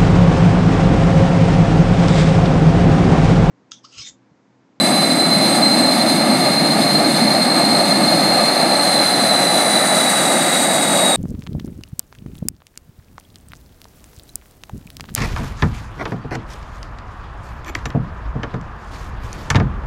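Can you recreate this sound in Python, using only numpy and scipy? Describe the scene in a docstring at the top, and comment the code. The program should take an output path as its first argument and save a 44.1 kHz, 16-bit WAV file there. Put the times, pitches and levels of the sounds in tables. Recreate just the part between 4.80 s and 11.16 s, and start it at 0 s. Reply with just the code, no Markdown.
"""A small twin-engined jet taxis on an apron, turning steadily in front of one fixed microphone.
At first it is heard from the rear quarter: exhaust roar, and two compressors whining and beating.
From 3.5 s the pitch sinks as the throttles come back, the far engine lagging. The roar fades as the
jet comes side-on at about 4 s; then intake hiss and turbine tone grow as the nose swings nearer.
Throughout, the tarmac and the terminal front reflect the sound."""
import sys
import numpy as np
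from scipy import signal
from scipy.fft import rfft, irfft, next_fast_len
from scipy.io import wavfile
from scipy.ndimage import map_coordinates

SR = 44100
rng = np.random.default_rng(int(sys.argv[2]) if len(sys.argv) > 2 else 0)


def file_out(sig):
    """Save sig as 16-bit WAV at sys.argv[1]."""
    # one column per channel
    cols = np.atleast_2d(sig).T
    # limit, then scale
    lim = np.clip(cols, -1, 1)
    pcm = np.round(lim * 32767).astype(np.int16)
    wavfile.write(sys.argv[1], SR, pcm)


N = 280456
TIME = np.arange(N) / SR
START_DEG, TURN_DEG_PER_S = 130, 9.5
OFF_NOSE_DEG = START_DEG - TURN_DEG_PER_S * TIME  # bearing of the microphone; 180 is tail-on


def undb(db):
    """Decibels to gain."""
    return 10 ** (np.asarray(db) / 20)


def unit(x):
    """Scale to rms 1."""
    return x / np.sqrt(np.mean(np.abs(x) ** 2))


def curve(table, lag_s=0):
    """A table of (t/s, value) joined by straight lines, read lag_s late."""
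    return np.interp(TIME - lag_s, *np.transpose(table))


def delayed(x, seconds):
    """The sound heard later, by a lag that may move."""
    return map_coordinates(x, [(TIME - seconds) * SR], order=3, mode="mirror")


def walk(rate_hz):
    """Smooth random motion of spread 1, up to about the given rate."""
    size = next_fast_len(N)
    f = np.fft.rfftfreq(size, 1 / SR)
    white = rfft(rng.standard_normal(size))
    return unit(irfft(white / (1 + (f / rate_hz) ** 2), size)[:N])


def noise(spectrum, dips=()):
    """Noise of rms 1 shaped by a relative spectrum, rolled off at both ends and cut by any dips."""
    size = next_fast_len(N)
    f = np.maximum(np.fft.rfftfreq(size, 1 / SR), 1)
    hz, db = np.transpose(spectrum)
    roll_off = np.minimum(f / hz[0], 1) ** 3 * np.minimum(hz[-1] / f, 1) ** 4
    shape_db = np.interp(np.log(f), np.log(hz), db)
    for centre, width, depth_db in dips:
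        shape_db += depth_db / (1 + (2 * (f - centre) / width) ** 2)
    white = rfft(rng.standard_normal(size))
    return unit(irfft(white * undb(shape_db) * roll_off, size)[:N])


def ahead(edge_deg, soft_deg):
    """Rises from 0 to 1 as the microphone enters a cone round the nose."""
    return .5 + .5 * np.tanh((edge_deg - OFF_NOSE_DEG) / soft_deg)


def lobe(centre_deg, width_deg):
    """Rises to 1 and falls again as a sideways beam sweeps over the microphone."""
    return np.exp(-((OFF_NOSE_DEG - centre_deg) / width_deg) ** 2)


def tarmac(spectrum, sink=.03):
    """Noise heard directly and off the ground; band and dips sink as the jet comes round and nearer."""
    # where the ground bounce cancels the direct sound: f/Hz, width/Hz, depth/dB
    dips = [(3270, 140, -11), (5600, 170, -19), (7770, 140, -17), (10050, 160, -7), (12950, 260, -20)]
    pitch_ratio = 1 - sink * ahead(edge_deg=89, soft_deg=9)
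    lag_s = TIME - np.cumsum(pitch_ratio) / SR
    return unit(delayed(noise(spectrum, dips), lag_s))


def airflow():
    """Air rushes over the compressor blades; ducts, hiss and intakes swell as the nose comes round."""
    # compressor noise round the blade tone: f/Hz, level/dB
    blade_spectrum = [(2500, -8), (3050, -7.5), (3550, -1), (4300, -2), (4650, -2), (5100, -5), (5600, -45),
                      (7000, -45)]
    # rush of air in the intake ducts: f/Hz, level/dB
    duct_spectrum = [(1000, -46), (1300, 1), (1650, -1.5), (2100, 3.5), (2280, -21), (2450, -17)]
    # broad hiss of the compressors: f/Hz, level/dB
    hiss_spectrum = [(4200, -23), (5200, 4), (5900, 3.5), (6350, 6), (6750, 1.5), (7300, 0), (8300, 3),
                     (9600, 10.5), (10800, 6.5), (11600, 3.5), (12400, -7), (13600, -2), (14600, -9.5),
                     (15700, -14)]
    # sharp band that beams out of the intakes: f/Hz, level/dB
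    intake_spectrum = [(6000, -18), (7300, -1.5), (7900, 0), (8400, 5), (8900, 5), (9500, -22),
                       (10200, -48), (12000, -13.5)]
    lips = lobe(centre_deg=81, width_deg=9.3)
    mouth = ahead(edge_deg=83, soft_deg=6)
    blades = tarmac(blade_spectrum) * undb(-26.8)
    duct = noise(duct_spectrum) * undb(-29.5 + 5.5 * lips)
    hiss = tarmac(hiss_spectrum) * undb(-29 + 4 * lips)
    intake = tarmac(intake_spectrum) * undb(-35 + 12 * mouth)
    flutter = undb(1.03 * walk(13.5))
    return duct + (blades + hiss + intake) * flutter


def exhaust():
    """Roar and pipe ring beam backwards; the mixing jets rush all round, a little louder side-on."""
    # low roar of the exhaust: f/Hz, level/dB
    roar_spectrum = [(20, -42), (55, -45), (80, -28), (100, -23), (125, -12.5), (160, -4), (205, 0.5),
                     (260, 0), (330, -3.5), (430, -20), (600, -36)]
    # hollow ring of the jet pipes: f/Hz, level/dB
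    pipe_spectrum = [(1950, -23), (2170, 5), (2400, -18)]
    # rush of the mixing jets: f/Hz, level/dB
    rush_spectrum = [(200, -36), (280, -9), (345, -6), (430, -10.5), (570, 1), (730, 1.5), (850, -3),
                     (1030, -12), (1220, -6), (1480, -19), (1750, -10.5), (1950, -30), (2190, -14),
                     (2430, -19), (2750, -19.5), (3300, -37)]
    shade = ahead(edge_deg=97, soft_deg=4.5)
    abeam = lobe(centre_deg=89, width_deg=24)
    roar = noise(roar_spectrum) * undb(-17.5 - 6 * shade + .53 * walk(6))
    pipe = noise(pipe_spectrum) * undb(-33 - 4 * shade)
    rush = noise(rush_spectrum) * undb(-18.5 + 1.16 * abeam + walk(12))
    return roar + pipe + rush


def shimmer(slow_db, fast_db, slow_hz=5, fast_hz=45):
    """Gain of a tone that swells and flutters on its way through hot, moving air."""
    return unit(undb(slow_db * walk(slow_hz) + fast_db * walk(fast_hz)))


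def scattered(phase, width_hz):
    """A tone spread by turbulence into a narrow band round its pitch."""
    return (walk(width_hz) * np.sin(phase) + walk(width_hz) * np.cos(phase)) / np.sqrt(2)


def engine(blade_hz, upper_db, wander_hz=3.54, turbine_ratio=2.312):
    """One shaft: a blade tone, with overtones, turbine tone and turbulent skirt each on its own beam."""
    octave_gain = undb(-10 - 3 * ahead(edge_deg=93, soft_deg=2.5))
    turbine_gain = undb(-24 + 23 * ahead(edge_deg=90, soft_deg=8.9))
    third_gain = undb(-41 + 26 * ahead(edge_deg=84, soft_deg=6.3))
    scatter_gain = undb(-16 + 14 * lobe(centre_deg=103, width_deg=19))
    hz = blade_hz + wander_hz * walk(9.34)
    phase = 2 * np.pi * np.cumsum(hz) / SR + rng.uniform(0, 2 * np.pi)
    blade = np.sin(phase) * shimmer(slow_db=1.3, fast_db=1.9, slow_hz=8)
    # small eddies in the exhaust spread part of the tone widely in pitch; large ones fray it close by
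    skirt = scattered(phase, width_hz=150) + undb(-4) * scattered(phase, width_hz=30)
    octave = np.sin(2 * phase) * shimmer(slow_db=3, fast_db=2.5, slow_hz=3)
    octave += scatter_gain * scattered(2 * phase, width_hz=60)
    jitter_rad = .33 * walk(70)
    turbine = np.sin(turbine_ratio * phase + jitter_rad) * shimmer(slow_db=1.5, fast_db=2.2)
    third = np.sin(3 * phase) * shimmer(slow_db=2, fast_db=2.5)
    upper = octave_gain * octave + turbine_gain * turbine + third_gain * third
    return (blade + scatter_gain * skirt + undb(upper_db) * upper) / np.hypot(1, scatter_gain)


def whine(far_offset_hz=24, far_lag_s=.19, echo_s=.25, echo_db=-10):
    """Two engines at almost the same pitch beat together; the terminal front returns an earlier pitch."""
    # blade-passing tone of the engine nearer the microphone: t/s, f/Hz
    blade_pitch = [(-.25, 4019), (.8, 4112), (1.8, 4158), (3.52, 4181), (4.4, 4043), (5.1, 3918),
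                   (5.6, 3858), (6.05, 3813), (6.36, 3738)]
    # the whine at the microphone: t/s, level/dB
    whine_level = [(0, -17), (1.0, -16), (1.5, -20), (2.8, -18.5), (3.3, -18.5), (4.2, -17), (5.3, -19.5),
                   (5.55, -22.5), (6.1, -23.5), (6.3, -18)]
    near = engine(curve(blade_pitch), upper_db=0)
    far = engine(curve(blade_pitch, far_lag_s) + far_offset_hz, upper_db=-8)
    # the far engine comes out from behind the fuselage
    far_gain = undb(-8 + 9.5 * ahead(edge_deg=122, soft_deg=15))
    pair = (near + far_gain * far) / np.hypot(1, far_gain)
    echo = undb(echo_db) * delayed(pair, echo_s)
    return unit(pair + echo) * undb(curve(whine_level))


def scene():
    """Whine, exhaust and airflow at one microphone on the apron."""
    return (whine() + exhaust() + airflow())[None]


def record(dry, ceiling=1.05, top_hz=15600):
    """The recorder rounds the highest peaks and cuts the top of the treble."""
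    rounded = ceiling * np.tanh(dry / ceiling)
    top_cut = signal.ellip(10, .2, 80, top_hz, fs=SR, output="sos")
    return signal.sosfilt(top_cut, rounded)


dry = scene()
out = record(dry)
file_out(out)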